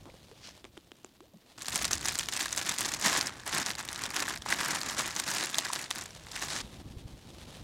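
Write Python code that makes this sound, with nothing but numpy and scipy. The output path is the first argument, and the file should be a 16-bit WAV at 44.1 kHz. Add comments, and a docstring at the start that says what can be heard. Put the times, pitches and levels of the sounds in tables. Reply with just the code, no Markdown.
"""Breezy hillside. A walker gulps water from a bottle (wet clicks, bubbles, squelches) while his
jacket hood slides down, fabric rubbing on fabric. Then, close up, hands open a thin plastic food bag
and slide a snack bar out: large creases buckle and snap over a dense crackle of small ones and the
rub of sliding film. The crinkling stops abruptly, leaving wind on the microphone and a faint rustle."""
import sys
import numpy as np
from scipy import signal
from scipy.fft import rfft, irfft
from scipy.io import wavfile
from scipy.ndimage import uniform_filter1d

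SR = 44100
rng = np.random.default_rng(int(sys.argv[2]) if len(sys.argv) > 2 else 0)


def persist_wave(psi):
    """Save psi, clipped to +-1, as 16-bit WAV."""
    counts = np.round(np.clip(psi, -1, 1) * 32767).astype(np.int16)
    wavfile.write(sys.argv[1], SR, np.atleast_2d(counts).T)


N = 336526
TIME_S = np.arange(N) / SR
BAG_START_S, BAG_END_S = 1.578, 6.619
BAG_ACTIVE = (TIME_S > BAG_START_S) & (TIME_S < BAG_END_S)
SNAP_SPAN_S = 0.002  # snap levels are rms over this span

# hillside air (frequency [Hz], relative density [dB])
AIR_SPECTRUM = [(59, -29), (100, 6), (328, 9), (433, -2), (634, -4), (768, -12.5), (970, -23.5),
                (1420, -43), (4570, -34), (14100, -12), (16000, -19)]
# wind and handling at the microphone (frequency [Hz], relative density [dB])
WIND_SPECTRUM = [(12, -42), (25, -14.5), (55, -4), (100, -4), (180, -8), (330, -12.5), (470, -20.5),
                 (1200, -33), (2500, -64)]
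# wind envelope (time [s], level [dB])
GUSTS = [(0, -56), (.7, -64), (1.15, -71), (1.55, -68.5), (1.63, -57.5), (1.9, -46.5), (2.4, -55.5),
         (3.1, -51.5), (3.45, -55.5), (4.0, -55), (4.5, -52), (5.85, -59.5), (6.25, -55), (6.5, -53),
         (6.65, -47.5), (7.2, -53), (7.63, -51)]
# single wind buffets (time [s], peak [dB], frequency [Hz])
BUFFETS = [(6.648, -45, 151), (6.815, -39.5, 160), (6.865, -39, 85), (6.909, -40, 119), (6.972, -35, 65),
           (7.059, -35.5, 78), (7.14, -42, 60)]
# jacket fabric (frequency [Hz], relative density [dB])
FABRIC_SPECTRUM = [(300, -4.5), (500, 4.5), (1000, -0.5), (1450, -4), (2200, -4), (3600, -0.5), (5000, -5),
                   (7000, -8.5), (10000, -12), (16000, -28)]
# jacket stirring (time [s], level [dB])
RUSTLE = [(0, -62), (.27, -60.5), (.45, -57), (.7, -65), (1.35, -66.5), (1.7, -59), (6.2, -56.5),
          (6.64, -51), (6.85, -57.5), (7.25, -59), (7.5, -52), (7.63, -54)]
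# hood fabric (frequency [Hz], relative density [dB])
HOOD_SPECTRUM = [(530, -40.5), (900, -12), (1710, -3), (2710, -4.5), (3220, -0.5), (3780, -5), (4290, -1),
                 (5990, -1.5), (7360, -9), (14000, -32)]
# hood sliding down (time [s], level [dB])
HOOD_SLIDE = [(.33, -72), (.41, -60), (.44, -46.5), (.49, -51.5), (.52, -57), (.6, -75), (.7, -100)]
# water gulps (time [s], click peak [dB], click pitch [Hz],
# bubble level [dB], bubble pitch [Hz], bubble glide [Hz/s], bubble decay [s])
GULPS = [(0.056, -37, 900, -59, 254, 1500, 0.025), (0.141, -41, 800, -52, 407, 11002, 0.021),
         (0.3147, -40.5, 800, -46, 340, 9000, .015), (0.6434, -29.5, 3560, -44, 300, 1000, 0.0067),
         (0.6514, -33, 2300, -55, 336, 1000, 0.0091), (0.7711, -38, 1490, -76, 340, 998, 0.0063),
         (0.776, -31.5, 3250, -40.5, 298, -1000, 0.0066), (0.918, -30.5, 3160, -44, 310, -1000, 0.0043),
         (1.0463, -28.5, 7200, -50, 320, 2500, 0.015), (1.2056, -37.5, 1090, -47, 253, 7500, 0.025)]
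# mouth squelches and a swallow (time [s], level [dB], centre [Hz], width [Hz], length [s])
SQUELCHES = [(.053, -58, 830, 700, 0.041), (.06, -52, 287, 120, 0.02), (.088, -53, 640, 200, 0.014),
             (.098, -56, 2150, 600, 0.0048), (.484, -50.5, 700, 800, 0.0068), (.653, -56, 840, 600, 0.0095),
             (1.333, -55, 185, 70, 0.051), (1.333, -58.5, 643, 200, 0.014)]
# plastic film (frequency [Hz], relative density [dB])
FILM_SPECTRUM = [(150, -17.5), (300, -3.5), (450, -8), (700, -2), (1100, 0.5), (1300, -1.5), (1800, 0),
                 (2450, -4.5), (3100, -5.5), (3600, -3.5), (7000, -4), (9000, -8.5), (12000, -17),
                 (16000, -24)]
# grip between strokes, slack as the fingers rest or the bar comes free (time [s], effort [dB])
GRIP = [(1.58, -47.5), (2.1, -46), (3.02, -44), (3.32, -54.5), (3.73, -55.5), (3.95, -46), (4.33, -46.5),
        (4.38, -64.5), (4.43, -61), (4.48, -44), (5.15, -46.5), (5.68, -43), (5.88, -55), (6.02, -44),
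        (6.09, -60), (6.25, -58), (6.45, -46)]
# pinches at the seal, shoves inside the bag (time [s], length [s], effort [dB], sliding share [0-1])
STROKES = [(1.668, .02, -42, 0.01), (1.715, 0.052, -34.5, 0.11), (1.794, .055, -37, 0),
           (1.899, 0.046, -35.5, 0), (2.03, .08, -36.5, 0.07), (2.186, .022, -38, 0),
           (2.309, .06, -36.5, 0.04), (2.381, 0.039, -32.5, 0), (2.509, .02, -40, 0),
           (2.553, 0.054, -38, 0.1), (2.637, .085, -36.5, 0), (2.776, .1, -37, 0.03),
           (2.884, 0.054, -40.5, 0.4), (3.004, .035, -39, 0.56), (3.031, .052, -28.5, 0.15),
           (3.097, 0.089, -34, 0.4), (3.208, .05, -41.5, 0.2), (3.452, 0.089, -42, 0.42),
           (3.516, .1, -35, 0.1), (3.654, .04, -39, 0.12), (3.766, 0.032, -41.5, 0.03),
           (3.994, 0.077, -42.5, 0.07), (4.13, 0.098, -38.5, 0), (4.269, .06, -40.5, 0.07),
           (4.47, 0.058, -37, 0), (4.57, .205, -38, 0.25), (4.834, 0.1, -42, 0.45),
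           (4.959, 0.046, -34.5, 0.37), (5.023, 0.07, -41, 0.2), (5.147, 0.052, -40, 0.04),
           (5.252, 0.065, -36.5, 0.17), (5.319, 0.13, -36, 0.23), (5.53, 0.05, -42.5, 0.05),
           (5.636, .02, -44, 0.3), (5.715, .115, -42, 0.2), (5.935, 0.045, -43, 0),
           (6.322, 0.064, -45.5, 0.41), (6.401, 0.034, -38, 0.67), (6.476, 0.12, -39, 0.95)]
# wide panels rumpling, louder with the hand inside (time [s], level relative to effort [dB])
RUMPLE = [(1.6, -3), (2.2, -6), (2.7, -3.5), (3.05, -1.5), (3.35, 4), (3.6, 0.5), (3.85, 1), (4.7, 1.5),
          (5.4, -1.5), (5.9, -1), (6.6, -3.5)]
# air pocket of the open bag (centre [Hz], width [Hz], gain [dB])
POCKET_MODES = [(1694, 30, -9)]
# taut film slipping under the fingers (time [s], level [dB], centre [Hz], width [Hz], length [s])
SLIPS = [(2.194, -30, 2900, 599, 0.0038), (3.052, -34.5, 219.6, 139.7, 0.02),
         (4.524, -25.5, 1689, 600, 0.0058), (4.992, -41.5, 998, 502.4, 0.012),
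         (5.541, -32.5, 3525, 800, 0.008), (5.652, -36.5, 1605, 496, 0.013), (5.697, -36, 1020, 220, 0.011)]
# large creases snapping through (time [s], level [dB], pitch [Hz])
SNAPS = [(1.621, -32.5, 8970), (1.6836, -26, 10000), (1.758, -21, 9700), (1.845, -24, 3540),
         (1.8529, -22.5, 7140), (1.9102, -28.5, 1170), (1.9318, -18.5, 5410), (2.0566, -23.5, 6320),
         (2.085, -21.5, 8640), (2.155, -26.5, 5920), (2.1886, -22.5, 9800), (2.1952, -26.5, 4930),
         (2.287, -25.5, 3140), (2.412, -30, 6700), (2.4593, -26.5, 1910), (2.528, -26, 6730),
         (2.5761, -22.5, 7850), (2.6932, -22.5, 7340), (2.7853, -24.5, 9410), (2.8082, -24.5, 10030),
         (2.8564, -27.5, 7440), (2.9383, -25, 6370), (3.0602, -20, 5220), (3.1771, -24, 8900),
         (3.211, -21, 4180), (3.2703, -25.5, 5750), (3.294, -34.5, 1270), (3.477, -29.5, 9000),
         (3.6621, -24.5, 6300), (3.7048, -26.5, 2172), (3.7527, -32.5, 4390), (3.8026, -32, 1803),
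         (3.888, -29, 3650), (3.9294, -34, 10060), (3.96, -31.5, 4110), (4.0376, -26, 5640),
         (4.1641, -24, 4900), (4.203, -27, 5230), (4.2806, -28.5, 1578), (4.3605, -32, 3214),
         (4.421, -35, 3650), (4.462, -29, 1000), (4.5254, -21.5, 1653), (4.606, -30, 2210),
         (4.708, -27.5, 5890), (4.815, -28, 4440), (5.0004, -28.5, 1020), (5.1641, -25.5, 6210),
         (5.1992, -23, 8210), (5.5442, -29.5, 2810), (5.5844, -17.5, 7300), (5.5894, -25.5, 2720),
         (5.7328, -24, 9150), (5.76, -28, 1810), (5.9062, -29, 10400), (5.9111, -24, 3057),
         (6.011, -38.5, 7440), (6.0572, -41, 1506), (6.107, -43.5, 5880), (6.1625, -46, 4900),
         (6.3177, -37.5, 5225), (6.356, -34, 5260), (6.3616, -32.5, 2690), (6.4236, -30, 1593)]


def amp(db):
    return 10 ** (np.asarray(db) / 20)


def unit_rms(x):
    return x / np.sqrt(np.mean(x ** 2) + 1e-20)


def curve(rows):
    return np.interp(TIME_S, *np.transpose(rows))


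def spectrum_db(spectrum, hz):
    knots_hz, db = np.transpose(spectrum)
    return np.interp(np.log(hz + 1), np.log(knots_hz + 1), db)


def add(mix, at_s, sound):
    part = mix[max(round(at_s * SR), 0):][:len(sound)]
    part += sound[:len(part)]


def noise(spectrum):
    """Steady coloured noise, rms 1."""
    gain = amp(spectrum_db(spectrum, np.fft.rfftfreq(N, 1 / SR)))
    return unit_rms(irfft(rfft(rng.standard_normal(N)) * gain, N))


def wander(top_hz):
    """Slow random drift, rms 1."""
    rolloff = 1 + (np.fft.rfftfreq(N, 1 / SR) / top_hz) ** 4
    return unit_rms(irfft(rfft(rng.standard_normal(N)) / rolloff, N))


def band(x, lo_hz, hi_hz, order=2):
    sos = signal.butter(order, [lo_hz, min(hi_hz, 0.49 * SR)], "bandpass", fs=SR, output="sos")
    return signal.sosfilt(sos, x)


def steadied(x, span_s):
    """Running power levelled to 1."""
    size = max(int(span_s * SR), 2)
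    power = uniform_filter1d(uniform_filter1d(x ** 2, size), size)
    return x / np.sqrt(abs(power) + 1e-12)


def min_phase(x, gain_db):
    """Minimum-phase colouring: keeps a click compact."""
    log_gain = np.log(amp(np.r_[gain_db, gain_db[-2:0:-1]]))
    response = np.exp(np.conj(signal.hilbert(log_gain)))[:len(gain_db)]
    return irfft(rfft(x) * response)


def wind(lump_db=1.0, air_db=-67.5):
    """Lumpy rumble and single pressure swings over the hush of the hillside."""
    out = unit_rms(noise(WIND_SPECTRUM) * amp(lump_db * wander(16))) * amp(curve(GUSTS))
    for at_s, db, hz in BUFFETS:
        phase = 2 * np.pi * hz * (TIME_S - at_s)
        out += amp(db) * phase * np.exp((1 - phase ** 2) / 2)
    return out + amp(air_db) * noise(AIR_SPECTRUM)


def jacket(grain_db=2.5, sway_db=1.94):
    """Fabric rubs on fabric: grainy hiss from body and hood."""
    grain = amp(grain_db * wander(260) + sway_db * wander(17))
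    body = unit_rms(noise(FABRIC_SPECTRUM) * grain) * amp(curve(RUSTLE))
    hood = unit_rms(noise(HOOD_SPECTRUM) * grain) * amp(curve(HOOD_SLIDE))
    return body + hood


def crease(hz, ring_s=0.00087, flutter_db=-8, flutter_s=0.0052, skirt_db_per_oct=5, overtone_db=5):
    """A plastic crease buckles and rings near its pitch; flutter spreads through the sheet. Energy 1."""
    size = 1024
    t, bins_hz = np.arange(size) / SR, np.fft.rfftfreq(size, 1 / SR)
    buckle = rng.standard_normal(size) * np.exp(-t / ring_s)
    buckle[0] += 1.27 * np.sign(buckle[0])  # initial kick
    octaves = np.log2((bins_hz + 1) / hz)
    peak_db = overtone_db * np.exp(-((octaves - rng.normal(0, 0.21)) / 0.16) ** 2)
    skirt_db = skirt_db_per_oct * np.minimum(abs(octaves), 2.5)
    film_db = spectrum_db(FILM_SPECTRUM, bins_hz)
    click = min_phase(buckle, film_db + peak_db - skirt_db)
    flutter = min_phase(rng.standard_normal(size) * np.exp(-t / flutter_s), film_db)
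    return unit_rms(unit_rms(click) + amp(flutter_db) * unit_rms(flutter)) / np.sqrt(size)


def bottle(count=32):
    """The thin bottle ticks faintly in the hand until the bag starts."""
    out = np.zeros(N)
    for when, size, pitch in rng.random((count, 3)):
        tick = amp(-47 + 9 * size ** 2) * crease(3000 + 4000 * pitch, flutter_db=-16)
        add(out, when * BAG_START_S, tick)
    return out


def friction_bursts(rows):
    """Irregular friction inside one resonance: short rough tones."""
    out = np.zeros(N)
    for at_s, db, hz, width_hz, length_s in rows:
        friction = band(rng.standard_normal(SR // 4), max(hz - width_hz / 2, 40), hz + width_hz / 2)
        tone = steadied(friction, span_s=0.008)[SR // 8:][:int(length_s * SR)]
        add(out, at_s, amp(db) * unit_rms(tone * signal.windows.tukey(len(tone), 0.5)))
    return out


def wet_click(hz, push_s=0.00086, ring_s=0.00081):
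    """A water film breaks: pressure push, fine spray, ring of the cavity behind it. Peak 1."""
    t = np.arange(512) / SR
    cavity = 0.57 * np.sin(2 * np.pi * hz * t)
    spray = 0.41 * rng.standard_normal(len(t))
    click = band(np.exp(-t / push_s) + np.exp(-t / ring_s) * (cavity + spray), 237, 9300, order=4)
    return click / abs(click).max()


def gulps(sag_hz=170, sag_s=0.0041):
    """A wet click and a bubble each; pitch sags as the bubble forms, then mostly rises as it shrinks."""
    out, t = np.zeros(N), np.arange(SR // 8) / SR
    for at_s, click_db, click_hz, bubble_db, bubble_hz, glide_hz_per_s, decay_s in GULPS:
        pitch_hz = bubble_hz + glide_hz_per_s * t + sag_hz * np.exp(-t / sag_s)
        bubble = np.exp(-t / decay_s) * np.sin(2 * np.pi * np.cumsum(pitch_hz) / SR)
        add(out, at_s, -amp(bubble_db) * bubble)
        add(out, at_s, -amp(click_db) * wet_click(click_hz))
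    return out


def handling(attack_s=0.02, release_s=0.031, grip_slide=0.2):
    """Finger strokes swell, hold and let go over the grip. Returns (effort [dB], sliding share [0-1])."""
    power = amp(curve(GRIP)) ** 2
    sliding = grip_slide * power
    t = np.arange(SR // 2) / SR
    for at_s, length_s, db, slide in STROKES:
        envelope = np.minimum(t / attack_s, 1) * np.exp(-np.maximum(t - length_s, 0) / release_s)
        stroke_power = (amp(db) * envelope) ** 2
        add(power, at_s, stroke_power)
        add(sliding, at_s, slide * stroke_power)
    return 10 * np.log10(power), np.clip(sliding / power, 0.01, 1)


def bag_flaps(rumple_db, gain_db=-12, flicker_db=5):
    """The whole bag flaps softly as its panels move."""
    flaps = band(rng.standard_normal(N) * amp(flicker_db * wander(57)), 125, 370, order=4)
    return steadied(flaps, span_s=0.063) * amp(rumple_db + gain_db) * BAG_ACTIVE


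def air_pocket(film):
    """The film's sound plus the faint ring of the air in the bag."""
    return film + sum(amp(db) * signal.lfilter(*signal.iirpeak(hz, hz / width_hz, fs=SR), film)
                      for hz, width_hz, db in POCKET_MODES)


def small_creases(effort_db, median_per_s=440, spread_db=5.5, clump_db=3.5, pitches=40):
    """Random ticks of many pitches, clumped in level, denser with effort."""
    rate_per_s = median_per_s * amp(0.78 * (effort_db - np.median(effort_db)))
    sizes = amp(spread_db * np.minimum(rng.exponential(1, N), 2.1) + clump_db * wander(60))
    impulses = sizes * rng.choice([-1, 1], N) * (rng.random(N) < rate_per_s / SR)
    pitch_index = rng.integers(0, pitches, N)
    out = np.zeros(N)
    for k, hz in enumerate(np.geomspace(1200, 13000, pitches)):
        tick = crease(hz, ring_s=0.0006, flutter_db=-12, flutter_s=0.003)
        out += signal.oaconvolve(impulses * (pitch_index == k), tick)[:N]
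    return out


def crackle(effort_db, rumple_db, slide, split_hz=2500, rough_db=2.64):
    """Small creases tick and sliding film rubs, in a crisp and a dull band."""
    creases = small_creases(effort_db)
    friction = band(noise(FILM_SPECTRUM), 124, 9500) * amp(rough_db * wander(123))
    dull_slide = np.clip(slide + 0.38, 0, 1)  # wide panels rub more than small creases
    crisp = (split_hz, 20000, slide, effort_db)
    dull = (150, split_hz, dull_slide, rumple_db - 0.9)
    out = np.zeros(N)
    for lo_hz, hi_hz, rub_share, db in (crisp, dull):
        ticks = steadied(band(creases, lo_hz, hi_hz, order=3), span_s=0.028)
        rub = unit_rms(band(friction, lo_hz, hi_hz, order=3))
        out += amp(db) * (np.sqrt(1 - rub_share) * ticks + np.sqrt(rub_share) * rub)
    return out * BAG_ACTIVE


def stray_snaps(effort_db, typical_db=-32.5, spread_db=2, centre_hz=4800, count=120):
    """Middling creases give way at random, more often and louder with effort."""
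    extra_db = effort_db - np.median(effort_db[BAG_ACTIVE])
    strain = np.cumsum(amp(0.35 * extra_db) * BAG_ACTIVE)
    out = np.zeros(N)
    for k, (jitter, size, pitch) in enumerate(rng.uniform(-1, 1, (count, 3))):
        onset = np.searchsorted(strain, strain[-1] * (k + 1 + jitter) / (count + 1))
        db = typical_db + 0.61 * extra_db[onset] + spread_db * size
        hz = centre_hz * 2 ** (0.91 * np.arcsin(pitch))
        add(out, TIME_S[onset], amp(db) * np.sqrt(SR * SNAP_SPAN_S) * crease(hz))
    return out


def large_snaps(give_db=-11, max_lead_s=0.0018, repeat_db=-12, max_lag_s=0.006):
    """Each large crease gives a little, snaps through, and a faint repeat follows a few milliseconds later."""
    out = np.zeros(N)
    for (at_s, db, hz), (lead, lag) in zip(SNAPS, rng.uniform(0.2, 1, (len(SNAPS), 2))):
        gain = amp(db) * np.sqrt(SR * SNAP_SPAN_S)
        add(out, at_s - max_lead_s * lead, gain * amp(give_db) * crease(hz))
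        add(out, at_s, gain * crease(hz))
        add(out, at_s + max_lag_s * lag, gain * amp(repeat_db) * crease(hz))
    return out


def scene():
    """Bag, drinking, jacket and wind, mono."""
    effort_db, slide = handling()
    rumple_db = effort_db + curve(RUMPLE)
    film = large_snaps() + stray_snaps(effort_db) + crackle(effort_db, rumple_db, slide)
    bag = air_pocket(film) + bag_flaps(rumple_db) + friction_bursts(SLIPS)
    drinking = gulps() + friction_bursts(SQUELCHES) + bottle()
    return (bag + drinking + jacket() + wind())[None]


def record(dry):
    """Band limit: steep low-pass."""
    edge_hz = 16100
    lowpass = signal.firwin(401, edge_hz, window=("kaiser", 9), fs=SR)
    return signal.oaconvolve(dry, lowpass[None], "same")


dry = scene()
out = record(dry)
persist_wave(out)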